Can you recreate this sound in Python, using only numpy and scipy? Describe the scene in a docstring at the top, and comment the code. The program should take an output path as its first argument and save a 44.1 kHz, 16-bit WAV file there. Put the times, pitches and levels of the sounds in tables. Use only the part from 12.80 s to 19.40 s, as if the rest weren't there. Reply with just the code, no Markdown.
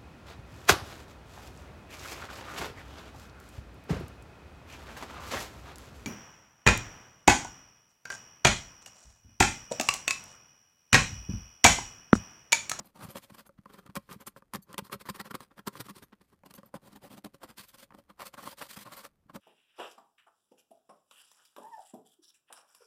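"""Scraping scale off a pan

A steel hand scraper works hard mineral scale off a hand-held pan, close by in a small room.
Short bites and longer drags crush grit under the edge, and the grit rings both pan and blade.
The edge knocks on the crust and skids lightly over it; crumbs snap off with bright ticks and patter down.
The pan bumps dully in the hand as the blade lets go. Faint room tone lies underneath."""
import sys
import numpy as np
from scipy import signal
from scipy.fft import rfft, irfft, next_fast_len
from scipy.io import wavfile
from scipy.ndimage import uniform_filter1d

SR = 44100
rng = np.random.default_rng(int(sys.argv[2]) if len(sys.argv) > 2 else 0)


def master(y):
    """Save y as 16-bit WAV."""
    cut = np.clip(np.atleast_2d(y).T, -1, 1)
    pcm = np.round(cut * 32767)  # scale
    wavfile.write(sys.argv[1], SR, pcm.astype(np.int16))


N = 291060

# the edge digs in: t/s of greatest force, rise/s, fine grit level/dB, coarse over fine/dB
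BITES = [(-.008,0.017,-65.5,17),(0.063,0.029,-66,-1),(.239,0.013,-50.5,4),(.303,0.013,-53,-1.5),(.359,0.0067,-51,11),(.376,0.013,-45.5,-3),(.438,0.015,-55,-5.5),(0.505,.008,-61.5,7.5),(0.548,0.0092,-55.5,0.5),(.593,0.014,-53,-0.5),(0.666,0.013,-67.5,5),(.786,0.0066,-85,21),(.903,0.0081,-68,11.5),(.943,0.016,-60.5,4.5),(.987,0.013,-62,8.5),(1.067,0.0086,-66.5,11.5),(1.1,0.0049,-68.5,14),(1.166,0.0069,-39.5,5),(1.32,0.022,-52.5,5),(1.414,.012,-60.5,7.5),(1.476,0.0075,-46.5,2),(1.575,0.012,-61,4),(1.751,0.011,-43,4.5),(1.915,0.026,-66.5,11.5),(1.944,0.0025,-49.5,8),(1.989,0.0057,-38.5,4.5),(2.063,0.02,-58,-0.5),(2.134,.012,-42.5,4.5),(2.212,0.0092,-51,0.5),(2.271,0.014,-52.5,5),(2.294,0.0091,-38.5,-1.5),(2.358,0.013,-50,1),(2.403,0.0093,-44,5),(2.464,.012,-53.5,5),(2.512,0.0067,-47,6.5),(2.549,0.0087,-44.5,7.5),(2.62,0.023,-58,1.5),(2.717,0.0088,-79,18.5),(2.787,.013,-59.5,9.5),(2.877,.0074,-39,5),(3.006,0.012,-42.5,-1.5),(3.062,.014,-55,-1.5),(3.1,0.0098,-49.5,3.5),(3.17,0.019,-54.5,-3),(3.231,.01,-56,0.5),(3.332,0.0053,-80,26),(3.416,0.0075,-68.5,5.5),(3.532,0.012,-75.5,9),(3.664,0.0083,-57.5,1),(3.709,0.0055,-54,-4.5),(3.752,0.011,-61.5,-2.5),(3.785,0.0069,-59.5,6.5),(3.955,.013,-54.5,4.5),(4.068,0.017,-61.5,-3),(4.13,0.012,-61.5,-1.5),(4.164,0.01,-56.5,0),(4.243,0.018,-61.5,4),(4.329,0.0059,-62,-6),(4.38,0.011,-56,-0.5),(4.447,0.0033,-44.5,-3.5),(4.462,0.0086,-56,6),(4.549,0.0095,-59.5,1.5),(4.637,0.014,-54.5,8),(4.701,0.019,-57.5,1),(4.893,0.019,-59,-13),(4.947,0.0098,-54.5,-2),(5.031,0.014,-56.5,-3),(5.115,0.0055,-75,17),(5.147,0.0073,-65.5,10.5),(5.189,.013,-64,2.5),(5.303,.011,-65.5,12),(5.415,.016,-48,6.5),(5.468,0.016,-45.5,-4.5),(5.544,0.0083,-53,5),(5.586,.011,-55,10.5),(5.634,0.012,-50.5,2),(5.667,0.01,-47,6.5),(5.713,0.013,-54,-10),(5.822,0.0083,-44.5,6.5),(5.91,0.0086,-46.5,-10),(5.972,0.008,-45.5,-3),(6.07,0.012,-59.5,12.5),(6.124,0.01,-51.5,4),(6.187,0.024,-54,-1),(6.251,0.012,-49.5,0),(6.499,0.0085,-73,16.5),(6.557,0.011,-50.5,3)]
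# the edge slides on: start/s, end/s, fine grit level/dB, coarse over fine/dB
DRAGS = [(0.162, 0.224, -61, 4), (0.245, 0.378, -65, 1.5), (.42, 0.628, -75, -2.5),
         (.872, 1.037, -77.5, 4.5), (1.181, 1.428, -77, -16), (2.937, 2.973, -53.5, -0.5),
         (3.421, 3.54, -83, -14), (3.662, 3.89, -76.5, 4), (4.025, 4.14, -71.5, 3), (4.226, 4.277, -61, -2),
         (4.306, 4.348, -59.5, -1), (4.781, 4.845, -55.5, -8.5), (4.989, 5.033, -56.5, -10.5),
         (5.581, 5.612, -58, 3), (5.663, 5.73, -52.5, -2.5), (5.782, 5.868, -54, -4.5),
         (5.893, 5.945, -53, -11.5), (5.993, 6.028, -52, -8), (6.06, 6.104, -62, 2.5),
         (6.137, 6.213, -53.5, -2), (6.24, 6.262, -57.5, 1)]
# the pan's thud under the scraping: t/s, level/dB over the coarse grit
THUD = [(0, 6), (.45, -3), (1.15, 1), (1.47, -3.5), (1.8, 2), (2.1, -5.5), (2.55, -2.5), (3.2, 3),
        (4.5, 7.5), (4.64, -4.5), (4.72, -1), (4.87, -7), (5.2, 6), (5.42, -13), (5.67, -5), (5.83, -13),
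        (6, -1), (6.25, -14), (6.55, 6.5)]
# the edge knocks on the crust: t/s, level/dB
LANDINGS = [(0.6927, -38.5), (0.8572, -36), (1.291, -38), (1.5634, -37), (1.6223, -44.5), (1.736, -26.5),
            (2.0978, -39), (2.2545, -45), (2.2887, -26), (2.543, -36), (2.6058, -36.5), (2.954, -33.5),
            (3.6356, -43), (3.8322, -40.5), (3.9412, -25.5), (5.106, -44.5), (5.1226, -45), (6.4969, -40)]
# a crumb snaps off: t/s, level/dB
SNAPS = [(0.9369, -49), (1.0629, -50), (1.1547, -29.5), (1.3275, -38), (1.737, -30.5), (1.757, -31.5),
         (1.9294, -40), (1.9809, -23.5), (2.1288, -31.5), (2.412, -34.0), (2.552, -33), (2.6056, -41.5),
         (2.8741, -27.5), (3.009, -34.5), (3.7396, -41)]
# the pan bumps as the blade lets go: t/s, level/dB
BUMPS = [(0.251,-27),(0.286,-31.5),(0.521,-36.5),(.79,-36),(1.093,-34),(1.179,-32),(1.362,-33),(1.766,-35),(1.787,-32.5),(2.024,-31),(2.157,-32),(2.302,-24.5),(2.55,-47),(4.701,-40),(4.8,-41.5),(5.974,-36),(6.101,-53),(6.46,-47.5)]
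# light skids that leave the blade free to sing: t/s, level/dB
SKIDS = [(0.057, -61), (0.241, -52.5), (0.306, -51.5), (0.665, -60), (1.408, -57), (1.469, -42.5),
         (1.823, -58), (2.05, -61), (3.232, -58), (3.752, -52.5), (3.86, -61), (4.635, -56), (4.885, -57),
         (6.168, -50.5)]
# modes of the hand-damped pan: f/Hz, level/dB over the broad response
PAN_MODES = [(120, 3), (160, -5), (205, 9.5), (295, 5), (405, 1), (548, 9), (775, 0), (915, 0.5),
             (1050, 7.5), (1180, 4.5), (1350, 1.5), (1920, -6), (3200, -2.5), (4240, -3), (4900, -2)]
# modes of the steel blade: f/Hz, level/dB
BLADE_MODES = [(4550, -10.5), (6350, -8), (7450, -6), (8750, -9), (9600, -3.5), (10000, -2.5), (11850, 1.5),
               (12280, 4.5), (14100, 0.5)]
# colour that the pan's open bottom boosts and its stiff rim cuts: f/Hz, level/dB
BOTTOM_EQ = [(150, -0.5), (290, 1.5), (400, -2.5), (580, 4.5), (750, 3), (950, 1.5), (1300, 0.5),
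             (2200, 0.5)]
# bright rasp of fine grit: f/Hz, level/dB
FINE_EQ = [(600, -33), (1500, 4.5), (2600, 4), (4500, 3), (6500, -2), (9000, 1.5), (11000, -1.5),
           (15200, -2)]
# midrange crunch of coarse grit: f/Hz, level/dB
COARSE_EQ = [(200, -25), (400, -5), (540, -3.5), (690, -7.5), (1100, -2), (1500, -4), (2300, -11.5),
             (4000, -18.5), (7000, -31.5), (15000, -40)]
# low body of a push on the pan: f/Hz, level/dB
PUSH_EQ = [(25, -29.5), (60, -7.5), (110, -1.5), (180, 3), (400, -2), (520, -13.5), (900, -8), (3000, -83)]
# the room's decay: f/Hz, t60/s
ROOM_DECAY = [(1500, 0.18), (14000, 0.12)]
# spectrum of the room tone: f/Hz, level/dB
ROOM_TONE_EQ = [(20, -9), (50, 0), (100, -5), (200, -7), (500, -17), (1200, -24), (4000, -35), (15000, -38)]

RIM_START_S, RIM_END_S = 0.75, 3.6  # the blade works the rim in this span, otherwise the bottom
SIZE = 2 ** 13  # samples in one contact
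LEAD = SIZE // 3  # samples before its peak
TIME = (np.arange(SIZE) - LEAD) / SR  # s from the peak
HZ = np.fft.rfftfreq(SIZE, 1 / SR)


def bites(fall_per_rise=1.058):
    """Short strokes: the force swells until the crust gives way, then lets go a little slower."""
    track = np.zeros(N)
    for s, rise, fine_db, coarse_over_db in BITES:
        force = swell(TIME, rise, fall_per_rise * rise)
        add(track, s, scrape(s, force, fine_db, coarse_over_db))
    return track


def drags(patch_s=0.06, fade_s=0.0094, sway_db=3, sway_per_s=51):
    """Long strokes: a held, swaying force carries the edge from one patch of scale into the next."""
    track = np.zeros(N)
    crossfade = np.sqrt(np.maximum(1 - np.abs(TIME) / patch_s, 0))
    sway = amp(sway_db * wobble(np.arange(N) / SR * sway_per_s))
    for start, end, fine_db, coarse_over_db in DRAGS:
        for s in patch_s * np.arange(start // patch_s, end // patch_s + 2):
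            outside_s = s + TIME - np.clip(s + TIME, start, end)
            force = crossfade * swell(outside_s, fade_s, fade_s)
            add(track, s, scrape(s, force, fine_db, coarse_over_db))
    return sway * track


def scrape(s, force, fine_db, coarse_over_db, judder_db=3, judder_per_s=330):
    """The edge sticks and slips through fine dust and coarser crumbs; the crumbs shove the pan."""
    coarse_db = fine_db + coarse_over_db
    push_db = coarse_db + np.interp(s, *np.transpose(THUD))
    slips = force * amp(judder_db * wobble((TIME - TIME[0]) * judder_per_s))
    fine = slips * grit(per_s=12000, spread_db=4.0)
    coarse = slips * grit(per_s=2300, spread_db=3.0)
    push = slips * grit(per_s=1200, spread_db=0.5)
    return contact(s, [fine, coarse, push], [FINE_EQ, COARSE_EQ, PUSH_EQ],
                   [fine_db, coarse_db, push_db], np.sum(force ** 2))


def grit(per_s, spread_db):
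    """Grains break at random moments, as clicks of uneven size and either sign."""
    chance, size = rng.uniform(-1, 1, SIZE), rng.standard_normal(SIZE)
    breaks = np.abs(chance) < per_s / SR
    return breaks * np.sign(chance) * amp(spread_db * size)


def swell(t, rise, fall):
    """Force on the blade at t seconds from its peak: a rounded top with exponential flanks."""
    flank_s = np.maximum(np.where(t < 0, rise, fall), 1e-4)
    return amp(-20 * (np.hypot(1, t / flank_s) - 1))


def edge_lift(lift_s=0.028, duck_db=-8.5):
    """Gain that ducks the scraping as the edge leaves the crust just before each landing."""
    t = np.arange(N) / SR
    in_air = sum(np.interp(t, [s - lift_s, s], [0, 1], left=0, right=0) for s, _ in LANDINGS)
    return amp(duck_db * in_air)


def contact(s, forces, eqs, levels_db, energy):
    """The forces of one touch at time s ring the same modes, each through its own EQ at its own level."""
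    place = -1 if RIM_START_S < s < RIM_END_S else 1
    modes = pan_and_blade() * amp(place * curve(BOTTOM_EQ, HZ))
    sound = np.zeros(SIZE)
    for force, eq, db in zip(forces, eqs, levels_db):
        response = minimum_phase(modes * amp(curve(eq, HZ)))
        sound += amp(db) * with_energy(irfft(rfft(force) * response), energy)
    return sound


def pan_and_blade(blade_db=2):
    """Gain of pan and blade in contact; the pan's crowded minor modes add a shifting ripple."""
    pan = mode_peaks(PAN_MODES, lambda hz: 22 + 0.038 * hz, shift_db=3.5, detune=0.012)
    crowding = HZ / (HZ + 700)  # the minor modes thicken with frequency
    ripple = amp(2.2 * crowding * wobble(HZ / 260))
    return ripple * np.sqrt(1 + pan + amp(blade_db) ** 2 * blade())


def blade():
    """Power response of the thin steel, which rings in a few high modes."""
    return mode_peaks(BLADE_MODES, lambda hz: 150, shift_db=-4.0, detune=0.0081)


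def mode_peaks(modes, width_hz, shift_db, detune):
    """Power response of a set of modes; each grip and point of contact shifts them at random."""
    hz, db = np.transpose(modes)[:, :, None]
    strength = amp(db + shift_db * rng.standard_normal(db.shape))
    centre = hz * (1 + detune * rng.standard_normal(hz.shape))
    off_centre = 2 * (HZ - centre) / width_hz(hz)
    return np.sum(strength ** 2 / (1 + off_centre ** 2), axis=0)


def ticks(events, fine_db, coarse_db, push_db):
    """Each tick is one sharp blow inside a few milliseconds of crumbling crust."""
    track = np.zeros(N)
    crumbling = 0.36 * swell(TIME, rise=0.0004, fall=0.003)
    for s, db in events:
        blow = (TIME == 0) + crumbling * grit(per_s=12000, spread_db=4.5)
        knock = uniform_filter1d(blow, size=10)  # the crust cushions the blow to the pan
        tick = contact(s, [blow, knock, knock], [FINE_EQ, COARSE_EQ, PUSH_EQ],
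                       [db + fine_db, db + coarse_db, db + push_db], energy=0.00061 * SR)
        add(track, s, tick)
    return track


def bumps(softness_s=0.0014):
    """A single soft push rings only the pan's lowest modes."""
    track = np.zeros(N)
    push = np.exp(-(TIME / softness_s) ** 2)
    for s, db in BUMPS:
        add(track, s, contact(s, [push], [PUSH_EQ], [db], energy=0.00042 * SR))
    return track


def skids():
    """The edge barely touches, so dust excites the undamped blade alone."""
    track = np.zeros(N)
    force = swell(TIME, rise=0.0024, fall=0.013)
    for s, db in SKIDS:
        dust = force * grit(per_s=3900, spread_db=2)
        ring = irfft(rfft(dust) * minimum_phase(np.sqrt(blade())))
        add(track, s, amp(db) * with_energy(ring, np.sum(force ** 2)))
    return track


def crumbs(count=1500, mean_flight_s=0.042, spread_db=4, typical_peak_db=-66):
    """Loosened crumbs fly from the bites and patter faintly on the pan."""
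    which_bite, flight_draw = rng.random((count, 2)).T
    thrown_s = np.array(BITES)[(which_bite * len(BITES)).astype(int), 0]
    landing_s = np.abs(thrown_s - mean_flight_s * np.log(flight_draw))
    sizes = amp(spread_db * rng.standard_normal(count))
    patter = np.bincount((landing_s * SR).astype(int), sizes, N)[:N]
    colour = amp(curve(FINE_EQ, HZ)) / 2 + 2 * amp(curve(COARSE_EQ, HZ))
    click = irfft(minimum_phase(pan_and_blade() * colour))
    return amp(typical_peak_db) * signal.fftconvolve(patter, click / np.abs(click).max())[:N]


def room_reverb(x, predelay_s=0.0031):
    """A small room answers with a short tail whose treble dies first."""
    hz, t, noise = signal.stft(rng.standard_normal(SR // 2), SR, nperseg=256)
    decay = amp(-60 * t / curve(ROOM_DECAY, hz)[:, None])
    tail = signal.istft(noise * decay, SR, nperseg=256)[1]
    predelay = np.zeros(round(predelay_s * SR))
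    return signal.fftconvolve(x, np.concatenate([predelay, tail / np.linalg.norm(tail)]))[:N]


def room_tone(rms_db=-75):
    """A faint, steady bed of dark noise."""
    hz = np.fft.rfftfreq(N, 1 / SR)
    spectrum = rfft(rng.standard_normal(N)) * amp(curve(ROOM_TONE_EQ, hz))
    return amp(rms_db) * with_energy(irfft(spectrum, N), N)


def amp(db):
    """Decibels to gain."""
    return np.exp(np.asarray(db) * (np.log(10) / 20))


def curve(points, hz):
    """Breakpoints (f/Hz, value) joined on a log frequency axis."""
    f, values = np.transpose(points)
    return np.interp(np.log(hz + 1), np.log(f + 1), values)


def with_energy(x, energy):
    """x scaled to a given sum of squares."""
    return x * np.sqrt(energy / (np.sum(x ** 2) + 1e-30))


def minimum_phase(gain):
    """The response with this gain that rings only after the blow."""
    cepstrum = irfft(np.log(np.maximum(gain, 1e-6)))
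    cepstrum[1:SIZE // 2] *= 2
    cepstrum[SIZE // 2 + 1:] = 0
    return np.exp(rfft(cepstrum))


def wobble(steps):
    """A random curve that glides to a new value at each whole step."""
    knots = rng.standard_normal(512)
    return np.interp(steps, np.arange(len(knots)), knots)


def add(track, s, sound):
    """Lay one contact on the track, with its peak at time s."""
    start = round(s * SR) - LEAD
    lo, hi = max(start, 0), min(start + SIZE, N)
    track[lo:hi] += sound[lo - start:hi - start]


def scene():
    """Mono mix: the work is close, so the room is faint."""
    landings = ticks(LANDINGS, fine_db=-22, coarse_db=0, push_db=-4)  # dull, and they move the pan
    snaps = ticks(SNAPS, fine_db=0, coarse_db=-3.5, push_db=-25)  # bright, and they hardly move it
    scraping = edge_lift() * (bites() + drags())
    work = scraping + landings + snaps + skids() + bumps() + crumbs()
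    return (work + amp(-24) * room_reverb(work) + room_tone())[None]


def record(dry, cutoff_hz=15350):
    """A steep low-pass takes off the very top of the treble."""
    size = next_fast_len(N + SIZE)
    hz = np.fft.rfftfreq(size, 1 / SR)
    lowpass = 1 / np.sqrt(1 + (hz / cutoff_hz) ** 200)
    return irfft(rfft(dry, size) * lowpass, size)[:, :N]


dry = scene()
out = record(dry)
master(out)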